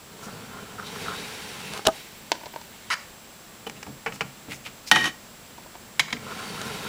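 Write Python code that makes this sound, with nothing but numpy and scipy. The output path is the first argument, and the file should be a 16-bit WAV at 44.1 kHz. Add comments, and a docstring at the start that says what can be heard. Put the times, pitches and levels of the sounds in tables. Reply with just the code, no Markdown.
"""Carousel disc changer, close by in a small room.

A motor slides the door open until it clacks against the stop; the carousel clicks into place.
A hand feels for the slot with a disc, which drops in and rolls home. A button is pressed and the door
starts to close, over faint hiss and a thin electronic whine. Blows and friction slips ring the
resonances of the plastic parts and the sheet-metal cabinet."""
import sys
import numpy as np
from scipy import signal
from scipy.fft import rfft, irfft, next_fast_len
from scipy.io import wavfile
from scipy.ndimage import uniform_filter1d

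SR = 44100
rng = np.random.default_rng(int(sys.argv[2]) if len(sys.argv) > 2 else 0)


def wrap_up_sound(samples):
    """Save the sound to the file named by the first command line argument, as 16-bit audio."""
    columns = np.atleast_2d(samples).T
    # keep every value between -1 and 1, then stretch to whole-number steps
    tamed = np.clip(columns, -1, 1)
    steps = np.round(tamed * 32767).astype(np.int16)
    wavfile.write(sys.argv[1], SR, steps)


N = 303408
TIME = np.arange(N) / SR
CUTOFF_HZ = 15900

# sheet-metal cabinet: pitch_hz, width_hz, gain_db
CABINET_MODES = [(89.6, 8.1, -6), (119.4, 5.3, -7), (138.5, 8, -3), (169, 17, -3.5), (201.3, 5.1, 7),
                 (240, 22, -3), (287.5, 8.8, -7.5), (422, 24, -9.5)]
# how well its panels radiate: freq_hz, gain_db
CABINET_RADIATION = [(50, -4), (90, -3), (130, 1.5), (300, -4), (600, -2.5)]


def from_db(db):
    """Decibels to gain."""
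    return 10 ** (np.asarray(db) / 20)


def rms_one(x):
    """Scale to rms 1."""
    return x / np.sqrt(np.mean(x ** 2) + 1e-20)


def drift(rate_hz):
    """Slow random curve of rms 1."""
    knots = rng.standard_normal(4096)
    return rms_one(np.interp(TIME * rate_hz, np.arange(len(knots)), knots))


def held(start_s, stop_s, rise_s, fall_s):
    """Envelope: linear rise, hold, exponential fall."""
    return np.clip((TIME - start_s) / rise_s, 0, 1) * np.exp(-np.maximum(TIME - stop_s, 0) / fall_s)


def surge(start_s, extra_db, settle_s):
    """Gain that starts high and settles to 1."""
    return from_db(extra_db * np.exp(-(np.maximum(TIME - start_s, 0) / settle_s) ** 2))


def swell(middle_s, half_s):
    """Gaussian envelope of height 1."""
    return np.exp(-((TIME - middle_s) / half_s) ** 2)


def add(out, sound, start_s, level_db):
    """Place a short sound; its level is its energy spread over 10 ms."""
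    at = round(start_s * SR)
    sound = from_db(level_db) * np.sqrt(SR / 100) * sound / np.linalg.norm(sound)
    out[at:at + len(sound)] += sound[:N - at]


def coloured(x, colour):
    """Minimum-phase filter through (freq_hz, gain_db) points."""
    size = next_fast_len(len(x) + 4096, True) * 2
    hz, db = np.transpose(colour)
    bins_hz = np.maximum(np.fft.rfftfreq(size, 1 / SR), 1)
    gain = from_db(np.interp(np.log(bins_hz), np.log(hz), db))
    cepstrum = irfft(np.log(gain))
    cepstrum[1:size // 2] *= 2
    cepstrum[size // 2 + 1:] = 0
    return irfft(rfft(x, size) * np.exp(rfft(cepstrum)))[:len(x)]


def levelled(force):
    """Flatten a burst's broad spectrum, so the struck part sets the colour."""
    power = uniform_filter1d(np.abs(rfft(force)) ** 2, size=140) + 1e-6
    hz = np.fft.rfftfreq(len(force), 1 / SR)
    return coloured(force, np.transpose([hz, -10 * np.log10(power)])[1:])


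def resonate(x, modes):
    """Parallel two-pole resonators."""
    out = 0
    for pitch_hz, width_hz, gain_db in modes:
        r = np.exp(-np.pi * width_hz / SR)
        poles = [1, -2 * r * np.cos(2 * np.pi * pitch_hz / SR), r * r]
        out = out + from_db(gain_db) * (1 - r * r) / 2 * signal.lfilter([1, 0, -1], poles, x + 1e-18)
    return out


def body(x, colour, modes, ring_db):
    """A part's response: broad colour with modes standing out."""
    return coloured(x + from_db(ring_db) * resonate(x, modes), colour)


def grains(per_s, spread_db):
    """Friction: tiny slips of uneven size at random moments."""
    sizes = from_db(spread_db * np.minimum(rng.exponential(1, N), 4)) * rng.choice([-1, 1], N)
    return rms_one(sizes * (rng.random(N) < per_s / SR))


def boom():
    """The cabinet panels shudder and settle."""
    t = np.arange(SR // 2) / SR
    shudder = rng.standard_normal(len(t)) * np.exp(-t / 0.033)
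    return coloured(resonate(levelled(shudder), CABINET_MODES), CABINET_RADIATION)


def blows(hits, colour, modes, ring_db, chatter_db, spring_db, click_db, boom_db):
    """Each blow: a sharp push plus dying chatter of loose plastic; a share shakes the cabinet."""
    t = np.arange(SR // 3) / SR
    out = np.zeros(N)
    for start_s, level_db, hardness_hz, chatter_t60_s in hits:
        chatter = rng.standard_normal(len(t)) * np.exp(-np.log(1000) * t / chatter_t60_s)
        force = levelled(from_db(chatter_db) * chatter / np.linalg.norm(chatter) + (t == 0))
        # a soft contact lacks treble, but for a faint click
        softness = signal.butter(2, min(hardness_hz, SR / 2 - 1000), fs=SR, output="sos")
        contact = signal.sosfilt(softness, force) + from_db(click_db) * force
        # its springiness favours pitches near that edge
        spring_hz = min(hardness_hz, CUTOFF_HZ)
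        contact += resonate(force, [(spring_hz, 0.54 * spring_hz, spring_db)])
        add(out, body(contact, colour, modes, ring_db), start_s, level_db)
        add(out, boom(), start_s, level_db + boom_db)
    return out


def background():
    """Steady hiss and an electronic whine that buzzes as its phase restarts."""
    # hiss spectrum: freq_hz, gain_db
    hiss_colour = [(15, -28), (25, -8), (80, -7), (242, -1.5), (270, -8), (317, -7.5), (560, -8),
                   (1480, -12), (2160, -13.5), (4030, -15.5), (7110, -18.5), (7710, -18.5), (8590, -20),
                   (14800, -25), (16000, -37)]
    # whine partials: pitch_hz, level_db
    tones = [(7569, -60.5), (7872, -65), (15138, -60.5)]
    hiss_db, restart_hz = -47, 30
    hiss = from_db(hiss_db) * rms_one(coloured(rng.standard_normal(N), hiss_colour))
    since_restart_s = TIME % (1 / restart_hz)
    whine = sum(from_db(db) * np.sqrt(2) * np.sin(2 * np.pi * hz * since_restart_s) for hz, db in tones)
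    return hiss + whine


def drive_levels():
    """Gains of motor, gears and sliding: each runs up, holds and grows with the load."""
    # door opens, then closes: start_s, slide_start_s, stop_s, motor_db, gears_db, sliding_db
    runs = [(0.025, 0.75, 1.775, -45.5, -50.5, -40.5), (6.062, 6.15, 6.88, -42, -47, -40)]
    # stiff spots of the door: middle_s, half_length_s, load_db
    strains = [(0.32, .08, 3.5), (1.06, 0.19, 7), (1.745, 0.036, 7), (6.794, .2, 4)]
    # fits of gear rattle: start_s, length_s, level_db
    rattles = [(0.222, 0.012, -43), (0.258, 0.035, -43.5), (.496, 0.097, -46.5), (.781, .017, -31.5),
               (.814, .018, -36.5), (.95, .015, -41), (1.052, 0.091, -37), (1.75, .022, -35),
               (6.26, 0.065, -39.5), (6.37, 0.084, -41), (6.552, 0.16, -42), (6.806, 0.064, -42.5)]
    gear_load_share, slide_load_share = 0.17, 0.25
    run_down_s, idle_rub_db = 0.057, -49.5
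    load_db = sum(db * swell(middle_s, half_s) for middle_s, half_s, db in strains)
    motor = gears = sliding = 0
    for start_s, slide_start_s, stop_s, motor_db, gears_db, sliding_db in runs:
        turning = held(start_s, stop_s, rise_s=0.21, fall_s=run_down_s)
        moving = held(slide_start_s, stop_s, rise_s=0.26, fall_s=run_down_s)
        motor += turning * from_db(motor_db + load_db)
        gears += turning ** 2 * from_db(gears_db + gear_load_share * load_db)
        door_rub = moving * from_db(sliding_db + slide_load_share * load_db)
        sliding += np.hypot(door_rub, turning ** 2 * from_db(idle_rub_db))
    fits = sum(from_db(db) * held(start_s, start_s + length_s, rise_s=0.011, fall_s=0.006)
               for start_s, length_s, db in rattles)
    # a soft hiss swells after the door's clack, then lingers faintly
    after_hiss = from_db(-54) * held(start_s=1.9, stop_s=3.1, rise_s=0.064, fall_s=0.05)
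    after_hiss *= surge(start_s=1.9, extra_db=13.5, settle_s=0.16)
    return motor, np.hypot(gears, fits), sliding + after_hiss


def motor_rumble():
    """The motor shakes the cabinet."""
    # rumble spectrum: freq_hz, gain_db
    colour = [(29, -20), (50, -18), (103, -3.5), (168, -5), (194, -2), (307, -11), (363, -8.5), (415, -2.5),
              (626, -10.5), (690, -7.5), (900, -9.5), (1170, -9.5), (1980, -120)]
    return rms_one(body(grains(per_s=1500, spread_db=1.5), colour, CABINET_MODES, ring_db=5.5))


def gear_rattle():
    """Gear teeth ring their housing, which passes only a middle band."""
    # gear housing: pitch_hz, width_hz, gain_db
    modes = [(716, 330, -12), (1058, 60, 4.5), (1338, 176, 6), (1450, 33, -7)]
    housing = signal.butter(2, [600, 1780], "band", fs=SR, output="sos")
    teeth = grains(per_s=1400, spread_db=-1.0) * from_db(2.0 * drift(rate_hz=130))
    return rms_one(signal.sosfilt(housing, resonate(teeth, modes)))


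def track_rub():
    """The door rubs along its curved track; each mode comes and goes as the contact travels."""
    # sliding spectrum: freq_hz, gain_db
    colour = [(260, -31), (450, -1.5), (633, -17), (838, -2.5), (1160, -21.5), (1470, -6), (2360, -5),
              (2620, -4.5), (7180, -14.5), (9790, -16.5), (15500, -27.5)]
    # sliding door: pitch_hz, width_hz, gain_db
    modes = [(2190, 65, -15), (3090, 79, -16), (3810, 120, -12), (4530, 82, -7), (5570, 210, -15),
             (9500, 160, -12.5), (13100, 150, -7)]
    slips = grains(per_s=14000, spread_db=-1.0) * from_db(0.68 * drift(rate_hz=56))
    singing = sum(resonate(slips, [mode]) * from_db(6.9 * drift(rate_hz=6)) for mode in modes)
    return rms_one(coloured(slips + from_db(5.0) * singing, colour))


def door_drive():
    """Motor, gears and track, each under its own envelope."""
    motor, gears, sliding = drive_levels()
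    return motor * motor_rumble() + gears * gear_rattle() + sliding * track_rub()


def brushes():
    """Door, fingers and disc rub on plastic; the point of contact sets each resonance."""
    # light rubs: middle_s, half_length_s, level_db, pitch_hz, width_hz
    rubs = [(0.246, 0.033, -48, 6040, 3000), (0.874, 0.031, -42.5, 3750, 500), (1.1, .12, -47, 3750, 350),
            (1.672, 0.071, -46, 2670, 90), (3.673, 0.006, -35, 2860, 300), (3.772, 0.011, -45.5, 2700, 500),
            (4.147, 0.018, -46.5, 5970, 3000), (4.524, 0.021, -36, 2260, 900),
            (4.55, 0.02, -47, 5870, 2000), (4.664, 0.017, -40.5, 2560, 1000),
            (4.882, 0.013, -35, 5000, 1390)]
    # rustle spectrum: freq_hz, gain_db
    colour = [(590, -64), (1000, -43), (1600, 0), (1980, 5.5), (2420, 0), (3790, -10), (4790, -10),
              (7920, -12), (14500, -18)]
    slips = grains(per_s=6000, spread_db=4.5)
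    rustle = from_db(-11.0) * rms_one(coloured(slips, colour))
    out = np.zeros(N)
    for middle_s, half_s, level_db, pitch_hz, width_hz in rubs:
        singing = rms_one(resonate(slips, [(pitch_hz, width_hz, 0)]))
        out += from_db(level_db) * swell(middle_s, half_s) * (rustle + singing)
    return out


def door_clacks():
    """The door ticks past its latch, hits its stop and rebounds; one more tick as it closes."""
    # door impacts: start_s, level_db, hardness_hz, chatter_t60_s
    hits = [(1.7362, -34.5, 9000, 0.011), (1.7765, -36, 6000, .01), (1.7925, -34.5, 950, 0.013),
            (1.8523, -26.5, 4500, 0.081), (1.8672, -20, 4470, 0.022), (1.8703, -14.5, 10000, 0.0047),
            (1.872, -17.5, 600, 0.015), (1.8823, -16.5, 660, 0.038), (6.6152, -33, 5900, .014)]
    # door response: freq_hz, gain_db
    colour = [(50, -7), (110, -2.5), (400, -0.5), (750, -3), (1050, 2), (1500, 1), (2100, -1.5),
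              (2900, 1.5), (3900, 6.5), (4650, 0), (5400, 3), (8500, 0), (15500, -8)]
    # door resonances: pitch_hz, width_hz, gain_db
    modes = [(441, 40, -3), (560, 60, -11), (650, 36, 6), (790, 70, -1), (1255, 70, -4), (1500, 90, -6),
             (2870, 250, -8)]
    return blows(hits, colour, modes,
                 ring_db=10.0, chatter_db=17.5, spring_db=-4.5, click_db=-27.0, boom_db=-30.0)


def ticking():
    """Faint, very high ticks while the carousel settles."""
    ticks = rms_one(resonate(grains(per_s=55, spread_db=-4.0), [(13900, 1000, 0)]))
    return from_db(-61.5) * held(start_s=1.92, stop_s=2.73, rise_s=0.1, fall_s=0.03) * ticks


def carousel():
    """The carousel latches, then rocks in its play; light knocks chatter longer than firm ones."""
    # latch and rocking: start_s, level_db, hardness_hz
    knocks = [(2.3181, -18, 13000), (2.3255, -30, 3000), (2.352, -39, 1400), (2.41, -45, 1800),
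              (2.435, -39, 1500), (2.458, -38.5, 4500), (2.466, -37.5, 1000), (2.538, -39, 1500),
              (2.561, -31.5, 970), (2.614, -42.5, 4500), (5.5805, -41.5, 905), (5.6604, -45, 900),
              (5.7532, -41, 1060)]
    # carousel response: freq_hz, gain_db
    colour = [(120, -22), (230, -18), (330, -1), (650, -9.5), (950, 4), (1250, -15.5), (1600, -10.5),
              (2300, -2), (4000, -4.5), (5700, -5), (9000, -20), (15500, -32)]
    # carousel resonances: pitch_hz, width_hz, gain_db
    modes = [(328, 90, -5), (630, 73, 13), (900, 48, 0.5), (1500, 130, 4), (4380, 200, -7)]
    ref_t60_s, ref_db, halving_db = 0.029, -41, 15.5
    hits = [(start_s, db, hardness_hz, ref_t60_s * 0.5 ** ((db - ref_db) / halving_db))
            for start_s, db, hardness_hz in knocks]
    return blows(hits, colour, modes,
                 ring_db=3.5, chatter_db=7.0, spring_db=0.5, click_db=-11.0, boom_db=-36.0)


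def judder():
    """The carousel drive chatters briefly against its brake."""
    # judder spectrum: freq_hz, gain_db
    colour = [(240, -56), (400, -27), (756, -18), (1060, -11.5), (1210, -11), (1910, -5), (2580, -10),
              (2960, -9.5), (3390, -15.5), (4880, -13.5), (7130, -24.5), (9660, -24.5), (15000, -44)]
    # drive resonances: pitch_hz, width_hz, gain_db
    modes = [(1040, 81, 0.5), (1305, 73, 1), (1950, 110, -8), (2160, 81, -7), (3000, 50, -1),
             (4950, 150, -9), (5470, 70, 0), (6500, 77, 3)]
    braking = from_db(-23.5) * held(start_s=2.9015, stop_s=2.941, rise_s=0.001, fall_s=0.0035)
    return braking * rms_one(body(grains(per_s=6800, spread_db=-1.5), colour, modes, ring_db=5.5))


def slot_taps():
    """The held disc knocks against the slot."""
    # taps: start_s, level_db, hardness_hz, chatter_t60_s
    hits = [(3.6675, -31.5, 517, .04), (3.6975, -36.5, 6000, .01), (3.8288, -36.5, 5500, .025),
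            (3.866, -39.5, 557, 0.022), (4.062, -22.5, 1480, 0.093), (4.1226, -37, 2600, .025),
            (4.159, -43, 7000, .03), (4.2085, -22, 2360, .048), (4.516, -39, 2600, .09),
            (4.6634, -36, 2620, .1)]
    # slot response: freq_hz, gain_db
    colour = [(150, -19), (300, -10.5), (500, -4), (800, -4.5), (1300, 3), (1900, 0.5), (2450, 3),
              (3800, -8.5), (5300, 0.5), (12000, -9)]
    # slot resonances: pitch_hz, width_hz, gain_db
    modes = [(451, 30, 4), (820, 70, 1.5), (1280, 29, -13), (1864, 40, -2.5), (2300, 130, -5),
             (2600, 31, -10), (2900, 160, -6)]
    return blows(hits, colour, modes,
                 ring_db=7.5, chatter_db=11.5, spring_db=-4.0, click_db=-28.0, boom_db=-22.0)


def hand_bumps():
    """The hand leans on the cabinet, which booms softly."""
    # soft pushes: start_s, level_db
    pushes = [(3.668, -36.5), (3.75, -40), (3.866, -31), (4.07, -36), (4.13, -35), (4.2088, -30),
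              (4.483, -33), (4.663, -45), (5.998, -36.5), (6.128, -30.5)]
    out = np.zeros(N)
    for start_s, level_db in pushes:
        add(out, boom(), start_s, level_db)
    return out


def disc_drop():
    """The disc bounces and rolls down its slot; both ring its modes and shake the cabinet."""
    # drop and bounces: start_s, level_db, hardness_hz, chatter_t60_s
    hits = [(4.914, -8, 10900, 0.032), (4.9585, -17.5, 8200, 0.044), (4.962, -16.5, 1950, 0.048),
            (5.011, -31, 12000, 0.031), (5.042, -24.5, 12000, .03), (5.056, -21.5, 13100, 0.096)]
    # disc response: freq_hz, gain_db
    colour = [(150, -50), (300, -15), (520, -19), (750, -5), (1150, -2), (1900, -2), (2400, -7),
              (3050, -3.5), (3800, -7.5), (4800, -13.5), (5600, -8), (8000, -17.5), (11200, -20),
              (15500, -33)]
    # disc resonances: pitch_hz, width_hz, gain_db
    modes = [(570, 15, -6), (750, 13, -4), (863, 13, -2), (1106, 22, -8), (1290, 25, -9.5), (1480, 35, -12),
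             (1635, 25, -13), (1884, 42, 6), (2400, 94, -4), (2990, 90, -0.5), (3710, 92, -6),
             (4470, 45, -4), (5500, 50, -10), (6420, 55, -11), (9000, 200, -16)]
    knocks = blows(hits, colour, modes,
                   ring_db=6.0, chatter_db=18.0, spring_db=-4.5, click_db=-26.0, boom_db=-22.0)
    slips = grains(per_s=5000, spread_db=2.0)
    rolling = rms_one(body(slips, colour, modes, ring_db=16.0))
    shaking = rms_one(coloured(resonate(slips, CABINET_MODES), CABINET_RADIATION))
    trundle = rms_one(resonate(slips, [(273, 90, 0)]))
    roll_gain = from_db(-27) * held(start_s=4.92, stop_s=5.083, rise_s=0.0068, fall_s=0.014)
    roll_gain *= surge(start_s=4.92, extra_db=6.5, settle_s=0.055)
    return knocks + roll_gain * (rolling + from_db(-14.0) * shaking + from_db(-11.0) * trundle)


def button():
    """The button clicks as it is pressed, held and let go."""
    # clicks: start_s, level_db, hardness_hz, chatter_t60_s
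    hits = [(5.9953, -13.5, 11100, 0.044), (6.08, -37, 1170, 0.14), (6.104, -37.5, 7000, .048),
            (6.1265, -27, 6030, .051), (6.129, -25, 4500, .025), (6.166, -39, 1800, .039)]
    # button response: freq_hz, gain_db
    colour = [(180, -34), (400, -28.5), (900, -3), (1600, -1.5), (2150, 4), (2700, -2.5), (3300, 0),
              (4300, -8), (4900, -4.5), (6700, -12.5), (10000, -13.5), (15500, -24)]
    # button resonances: pitch_hz, width_hz, gain_db
    modes = [(510, 35, 8.5), (707, 26, -1), (1080, 14, -5), (1830, 41, -19), (2060, 150, -10),
             (2250, 220, -6), (3140, 180, -6), (3900, 180, 1), (4960, 70, -17), (6650, 270, -1)]
    return blows(hits, colour, modes,
                 ring_db=4.0, chatter_db=12.0, spring_db=-4.5, click_db=-26.0, boom_db=-28.0)


def room(x, t60_s, gap_s):
    """Diffuse reflections build up after a short gap and die away."""
    # room response: freq_hz, gain_db
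    colour = [(100, 7.5), (500, -1.5), (1500, -1.5), (3500, -3), (7000, 0.5), (15000, -21)]
    t = np.arange(SR) / SR
    build_up = 1 - np.exp(-(t / gap_s) ** 2)
    tail = coloured(rng.standard_normal(SR), colour) * np.exp(-np.log(1000) * t / t60_s) * build_up
    return signal.fftconvolve(x, tail / np.linalg.norm(tail))[:N]


def scene():
    """The changer heard from one point; each part sends its own share into the room."""
    # sound, send_db
    parts = [(door_drive() + brushes(), -18.0), (door_clacks(), -28.0), (carousel(), -20.0),
             (judder(), -15.0), (slot_taps() + hand_bumps(), -19.0), (disc_drop(), -22.0),
             (button(), -17.0)]
    direct = sum(sound for sound, _ in parts)
    sent = sum(from_db(send_db) * sound for sound, send_db in parts)
    mono = direct + room(sent, t60_s=0.38, gap_s=0.0097) + background() + ticking()
    return np.array([mono, mono])


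def record(dry):
    """Clip at full scale, then low-pass steeply."""
    lowpass = signal.ellip(10, 0.1, 80, CUTOFF_HZ, fs=SR, output="sos")
    return signal.sosfilt(lowpass, np.clip(dry, -1, 1))


dry = scene()
out = record(dry)
wrap_up_sound(out)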